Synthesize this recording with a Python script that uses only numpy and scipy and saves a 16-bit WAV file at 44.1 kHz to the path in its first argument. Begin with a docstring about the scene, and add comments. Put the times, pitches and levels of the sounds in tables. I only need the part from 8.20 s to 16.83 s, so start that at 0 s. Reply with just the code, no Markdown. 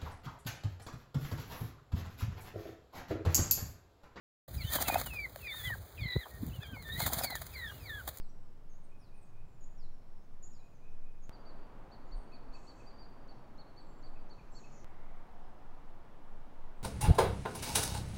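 """Small birds peep, chirp, whistle and twitter in a conifer forest, heard from a tree stand.
Each call is a nearly pure syrinx tone bent in pitch, which the trunks scatter into a long tail.
Three stretches cut abruptly into one another: thin chirps and falling whistles, then a run of
arched peeps with buzzy twitters, then little but the wind rushing through the crowns.
Underneath, the microphone sways with a low rumble and is nudged now and then."""
import sys
import numpy as np
from scipy import signal
from scipy.fft import rfft, irfft
from scipy.io import wavfile
from scipy.ndimage import uniform_filter1d

SR = 44100
rng = np.random.default_rng(int(sys.argv[2]) if len(sys.argv) > 2 else 0)


def dump(signal):
    """Clip the signal to [-1, 1] and save it as 16-bit WAV at the path in sys.argv[1]."""
    limited = np.clip(np.atleast_2d(signal).T, -1, 1)
    pcm = np.round(limited * 32767).astype(np.int16)
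    wavfile.write(sys.argv[1], SR, pcm)


N = 380583
TIME = np.arange(N) / SR


def from_db(db):
    """Decibels to gain."""
    return 10 ** (np.asarray(db) / 20)


def add(out, start, sound):
    """Mix a sound in at a start time in seconds; what lies outside the scene is dropped."""
    at = round(start * SR) + np.arange(len(sound))
    inside = (at >= 0) & (at < N)
    out[at[inside]] += sound[inside]


def progress(length):
    """A ramp from 0 to 1 over a note."""
    return np.linspace(0, 1, max(int(length * SR), 2))


def hump(peak_time, length):
    """An envelope that rises to 1 at its peak time and sinks again."""
    return np.cos(np.pi * np.clip((TIME - peak_time) / length, -.5, .5))


def narrow_noise(hz, width_hz):
    """Noise in one steep-sided band; rms 1."""
    freqs = np.arange(N // 2 + 1) * SR / N
    band = irfft(rfft(rng.standard_normal(N)) / (1 + (2 * (freqs - hz) / width_hz) ** 4), N)
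    return band / band.std()


# Hard cuts between the stretches: (time [s], pressure step [full scale])
CUTS = [(3.0944, -0.0165), (6.6452, 0.0085)]


def clicks(settle_s=0.019):
    """A soft click on each cut: a step in pressure that leaks away."""
    out = np.zeros(N)
    for start, step in CUTS:
        add(out, start, step * np.exp(-TIME[:SR // 4] / settle_s))
    return out


def by_stretch(choices):
    """Switch to the first, second or third choice, according to the stretch."""
    return np.choose(np.searchsorted([start for start, _ in CUTS], TIME), choices)


# Forest air bed: (frequency [Hz], level in stretch 1 [dB/Hz], in stretch 2 [dB/Hz], in stretch 3 [dB/Hz])
AIR_SPECTRA = [(30.6, -81, -69.5, -74.5), (52, -83.5, -81.5, -81), (82, -86.5, -86.5, -85.5),
               (111, -83, -81.5, -85.5), (162.7, -87.5, -86, -86), (244, -92, -85.5, -88),
               (462, -97, -90.5, -92), (884, -99.5, -90.5, -90), (1250, -104.6, -96.0, -95.5),
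               (1990, -112.0, -105.5, -104.8), (3440, -118.4, -113.9, -112.7),
               (5500, -120.8, -120.3, -119.4), (8660, -126.6, -126.1, -125.7),
               (16600, -127.7, -128.2, -127.8)]
# Wind in the crowns, freshest early in the second stretch: (time [s], midrange gain [dB])
CROWN_BREEZE = [(0, 0), (3, 0.4), (3.3, 1.7), (6.2, -0.53), (8.6, -.4)]


def air():
    """Wind in countless needles and far rumble, coloured anew in each stretch, over a steady hiss."""
    hz, *spectra = np.transpose(AIR_SPECTRA)
    freqs = np.maximum(np.arange(N // 2 + 1) * SR / N, 1)
    white = rfft(rng.standard_normal(N)) * np.sqrt(SR / 2)
    colours = [from_db(np.interp(np.log(freqs), np.log(hz), db)) for db in spectra]
    bed = by_stretch([irfft(white * colour, N) for colour in colours])
    crowns = signal.sosfilt(signal.butter(1, [250, 3500], "band", fs=SR, output="sos"), bed)
    breeze = from_db(np.interp(TIME, *np.transpose(CROWN_BREEZE)))
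    return bed + (breeze - 1) * crowns


# Brief swells of drone and rush: (peak time [s], length [s], centre [Hz], width [Hz], level [dB])
NOISE_SWELLS = [(1.252, 0.42, 104, 60, -61), (4.312, 0.13, 250, 26, -58), (6.564, 0.24, 128, 56, -64.5),
                (6.803, 0.83, 2050, 600, -75), (7.25, 1, 727, 100, -67.5)]


def swells():
    """Bands of noise that rise and sink once."""
    return sum(from_db(db) * hump(peak_time, length) * narrow_noise(hz, width_hz)
               for peak_time, length, hz, width_hz, db in NOISE_SWELLS)


# Rumble of the swaying microphone, one entry per stretch: (level [dB])
SWAY_LEVELS = [-38.5, -44.5, -40.5]
# Nudges to the microphone mount: (peak time [s], length [s], level [dB])
MOUNT_NUDGES = [(1.223, .2, -52), (3.96, 0.115, -32.5), (4.293, .08, -39)]


def handling(shudder_hz=27):
    """The microphone sways all the time and shudders for a few cycles when nudged."""
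    sway_gain = uniform_filter1d(by_stretch(from_db(SWAY_LEVELS)), size=SR // 5)
    sway = sway_gain * narrow_noise(hz=11.14, width_hz=6.7)
    shudders = sum(from_db(db) * hump(peak, length) * np.sin(2 * np.pi * shudder_hz * (TIME - peak))
                   for peak, length, db in MOUNT_NUDGES)
    return sway + shudders


def scatter(dry, t60, onset_s, echoes_per_s):
    """Echoes from trunks and boughs arrive at random and die away, or are cut off with their stretch."""
    t = np.arange(2 * SR) / SR
    arrivals = (rng.random(len(t)) < echoes_per_s / SR) * rng.standard_normal(len(t))
    build_up = 1 - np.exp(-(t / onset_s) ** 2)
    echoes = arrivals * from_db(-60 * t / t60) * build_up
    echoes /= np.sqrt(np.sum(echoes ** 2) + 1e-18)
    stretches = np.split(dry, [round(start * SR) for start, _ in CUTS])
    return np.concatenate([signal.fftconvolve(part, echoes)[:len(part)] for part in stretches])


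def forest(dry, direct_db, near_db, near_t60, deep_db, deep_t60):
    """The direct call, a quick spray from the nearest boughs and a long tail from the deep wood."""
    near = scatter(dry, near_t60, onset_s=0.0037, echoes_per_s=1500)
    deep = scatter(dry, deep_t60, onset_s=0.034, echoes_per_s=2500)
    return from_db(direct_db) * dry + from_db(near_db) * near + from_db(deep_db) * deep


def whistle(hz, taper):
    """A syrinx sings a nearly pure tone that swells and fades; more taper gives softer ends."""
    envelope = np.abs(np.sin(np.linspace(0, np.pi, len(hz)))) ** taper
    return envelope * np.sin(2 * np.pi * np.cumsum(hz) / SR)


def glides(notes, bend, taper, waver, db_per_octave, flutter_db):
    """Trembling whistles that share one bend: (start, end) in semitones from the middle pitch."""
    out = np.zeros(N)
    tremble, flutter = narrow_noise(100, 200), narrow_noise(38, 70)
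    ratios = 2 ** (np.array([bend[0], 0, bend[1]]) / 12)
    arc = np.polyfit([0, .5, 1], ratios, 2)
    for start, length, middle_hz, db in notes:
        u = progress(length)
        at = (int(start * SR) + np.arange(len(u))) % N
        pitch = np.polyval(arc, u + u ** 3 * (1 - u))  # lingers on the end of the bend
        level_db = db + db_per_octave * np.log2(pitch) + flutter_db * flutter[at]
        hz = middle_hz * pitch * (1 + waver * tremble[at])
        add(out, start, from_db(level_db) * whistle(hz, taper))
    return out


# High calls of distant birds: (time [s], length [s], middle pitch [Hz], level [dB])
FAR_NOTES = [(0, .12, 7800, -77), (.16, .15, 5410, -80), (1.25, .15, 7260, -79), (1.66, 0.17, 5560, -79),
             (1.88, 0.14, 5400, -79), (2.01, .04, 6370, -79), (2.54, 0.042, 6250, -71),
             (2.68, .088, 5400, -82), (3.86, 0.038, 7040, -76), (5.85, .052, 7840, -81),
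             (7.2, 0.086, 5100, -78), (8.55, .046, 8400, -79)]


def far_calls():
    """Single high whistles from deep in the wood, each sagging a little."""
    return glides(FAR_NOTES, bend=(.5, -0.54), taper=.3, waver=.014, db_per_octave=0, flutter_db=2)


# Phrases of a low, distant bird: (time [s], level [dB])
PHRASE_CUES = [(.68, -69.5), (2.378, -69.5)]


def far_phrases(note_s=.085, step_s=.223, middle_hz=2498, accent_db=2):
    """A far bird sings three evenly spaced rising notes, accenting the middle one."""
    notes = [(start + k * step_s, note_s, middle_hz, db + accent_db * (k == 1))
             for start, db in PHRASE_CUES for k in range(3)]
    return glides(notes, bend=(-1.1, 0.11), taper=.3, waver=0.015, db_per_octave=-3, flutter_db=1.7)


# Answering pips: (time [s], level [dB])
PIP_CUES = [(4.117, -62), (4.34, -66), (4.597, -66), (5.956, -65.5), (6.175, -65), (6.437, -63)]


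def pips(note_s=.03, middle_hz=2596):
    """A lower bird answers with one short arched pip at a time."""
    notes = [(start, note_s, middle_hz, db) for start, db in PIP_CUES]
    return glides(notes, bend=(-0.99, -1.9), taper=.4, waver=0.0048, db_per_octave=9, flutter_db=3.0)


# Falling whistles: (time [s], level [dB])
SLUR_CUES = [(-.02, -72), (.797, -72), (1.576, -68.5), (2.322, -71.5)]


def slurs(note_s=.1, middle_hz=4580):
    """One bird repeats the same long fall, fading as it sinks."""
    notes = [(start, note_s, middle_hz, db) for start, db in SLUR_CUES]
    return glides(notes, bend=(4.3, -3), taper=0.45, waver=0.0072, db_per_octave=10.5, flutter_db=2)


# Chirps that dip and rise again: (time [s], length [s], middle pitch [Hz], level [dB])
CHIRP_NOTES = [(.080, 0.032, 5650, -77), (.493, 0.073, 6290, -73), (1.408, 0.048, 6530, -66.5),
               (2.226, 0.0315, 6740, -56), (3.022, 0.043, 6400, -68.5)]
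# Very high hooked ticks: (time [s], length [s], middle pitch [Hz], level [dB])
TICK_NOTES = [(.632, 0.024, 8950, -73.5), (.783, .044, 10050, -79), (.940, .048, 9300, -80),
              (1.012, .024, 8140, -72), (1.025, 0.022, 9100, -75)]
# Thin, nearly level whistles: (time [s], length [s], middle pitch [Hz], level [dB])
THIN_NOTES = [(1.03, 0.083, 6600, -85), (5.598, 0.047, 7800, -83), (5.63, .185, 7480, -83.5),
              (6.312, 0.083, 7500, -73)]


def near_calls():
    """Chirps, ticks and thin whistles: clean short notes, each kind with its own bend."""
    kinds = [(CHIRP_NOTES, (1.4, 1.8)), (TICK_NOTES, (-.2, -1.6)), (THIN_NOTES, (.35, 0))]
    return sum(glides(notes, bend, taper=0.45, waver=0.005, db_per_octave=10, flutter_db=3.5)
               for notes, bend in kinds)


# Buzzy twitters: (time [s], length [s], middle pitch [Hz], pitch swing [Hz], level [dB])
TWITTER_NOTES = [(3.959, 0.026, 8560, 550, -67.5), (4.328, 0.069, 6880, 1390, -68),
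                 (4.419, 0.074, 6930, 1490, -68.5), (4.553, .068, 6800, 1300, -69),
                 (5.096, .13, 5500, 600, -81), (6.099, 0.26, 6040, 1060, -79.5),
                 (6.331, .063, 6270, 1040, -65), (6.379, .057, 6770, 330, -64),
                 (6.42, .21, 5800, 800, -71.5), (6.516, 0.038, 6880, 350, -62.5),
                 (6.554, .059, 6170, 450, -65.5)]


def twitters(sweeps_per_s=60, sag_hz=240, pace_spread=0.239, swing_spread=0.37):
    """The pitch is thrown rapidly up and down within one sagging note, unevenly in pace and reach."""
    out = np.zeros(N)
    pace, reach = narrow_noise(30, 60), narrow_noise(44.4, 83)
    for start, length, middle_hz, swing_hz, db in TWITTER_NOTES:
        u = progress(length)
        at = (int(start * SR) + np.arange(len(u))) % N
        cycles = np.cumsum(sweeps_per_s * (1 + pace_spread * pace[at])) / SR
        triangle = signal.sawtooth(2 * np.pi * cycles, .5)
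        swing = swing_hz * (1 + swing_spread * reach[at]) * triangle
        add(out, start, from_db(db) * whistle(middle_hz + sag_hz * (.5 - u) + swing, taper=0.15))
    return out


# The lead bird's run of arched peeps: (time [s], length [s], top pitch [Hz], level [dB])
PEEP_NOTES = [(3.116, 0.054, 4730, -62.5), (3.25, 0.067, 4640, -61), (3.711, .048, 4625, -60.5),
              (3.91, .049, 4600, -59), (4.118, 0.054, 4575, -60), (4.323, 0.054, 4570, -60),
              (4.465, 0.06, 4576, -58), (4.656, 0.063, 4730, -60.5), (4.773, 0.079, 4734, -59),
              (5.077, 0.051, 4590, -62), (5.375, 0.053, 4450, -58.5), (5.561, 0.056, 4555, -60),
              (5.823, 0.057, 4653, -60), (6.093, 0.052, 4520, -60.5), (6.342, 0.062, 4460, -59.5)]


def peeps(ordinary_s=.05, db_per_octave=28, flutter_db=1.0,
          flick_hz=(4900, 7400), flick_s=.010, flick_lead_s=.003):
    """Each peep scoops quickly up to its top and drops away, led in by a faint upward flick."""
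    out = np.zeros(N)
    flick = whistle(np.interp(progress(flick_s), [0, 1], flick_hz), taper=0.54)
    for start, length, top_hz, db in PEEP_NOTES:
        u = progress(length)
        scoop = .31 * np.exp(-u * length / .0055)
        drop = .23 * (np.maximum(u - .45, 0) / .55) ** 1.7
        pitch = 1 - (scoop + drop) * (ordinary_s / length) ** .8  # held notes arch less
        level_db = db + db_per_octave * np.log2(pitch)  # loudest at the top of the arch
        add(out, start, from_db(level_db) * whistle(top_hz * pitch, taper=0.75))
        # the flick grows along the run and fades on held notes
        into_run_s, held_s = start - PEEP_NOTES[0][0], max(length - ordinary_s, 0)
        flick_db = db - 21.5 + 3 * into_run_s - 500 * held_s
        add(out, start - flick_lead_s, from_db(flick_db) * flick)
    return out * from_db(flutter_db * narrow_noise(35, 70))


def scene():
    """The mono mix, birds over the air bed: near ones are mostly direct, far ones mostly scatter."""
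    background = air() + swells() + handling() + clicks()
    peep, twitter, chirp, slur = peeps(), twitters(), near_calls(), slurs()
    far, pip, phrase = far_calls(), pips(), far_phrases()
    birds = forest(peep, direct_db=0, near_db=-6.5, near_t60=0.35, deep_db=-10, deep_t60=1.2)
    birds += forest(chirp, direct_db=0, near_db=-2.5, near_t60=0.27, deep_db=-9, deep_t60=0.9)
    birds += forest(slur, direct_db=-3, near_db=-5.5, near_t60=0.26, deep_db=-9.5, deep_t60=1.2)
    birds += forest(twitter, direct_db=-8.5, near_db=-5.5, near_t60=0.39, deep_db=-11, deep_t60=1.0)
    birds += forest(pip, direct_db=-2.5, near_db=-7, near_t60=.3, deep_db=-7, deep_t60=1.0)
    birds += forest(phrase, direct_db=-11.5, near_db=-7.5, near_t60=.45, deep_db=-8, deep_t60=1.8)
    birds += forest(far, direct_db=-9.5, near_db=-9, near_t60=0.23, deep_db=-8, deep_t60=2.7)
    return (birds + background)[None]


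def record(dry):
    """A steep low-pass takes off the very top."""
    cutoff_hz = 15750
    return signal.sosfilt(signal.ellip(12, .1, 80, cutoff_hz, fs=SR, output="sos"), dry)


dry = scene()
out = record(dry)
dump(out)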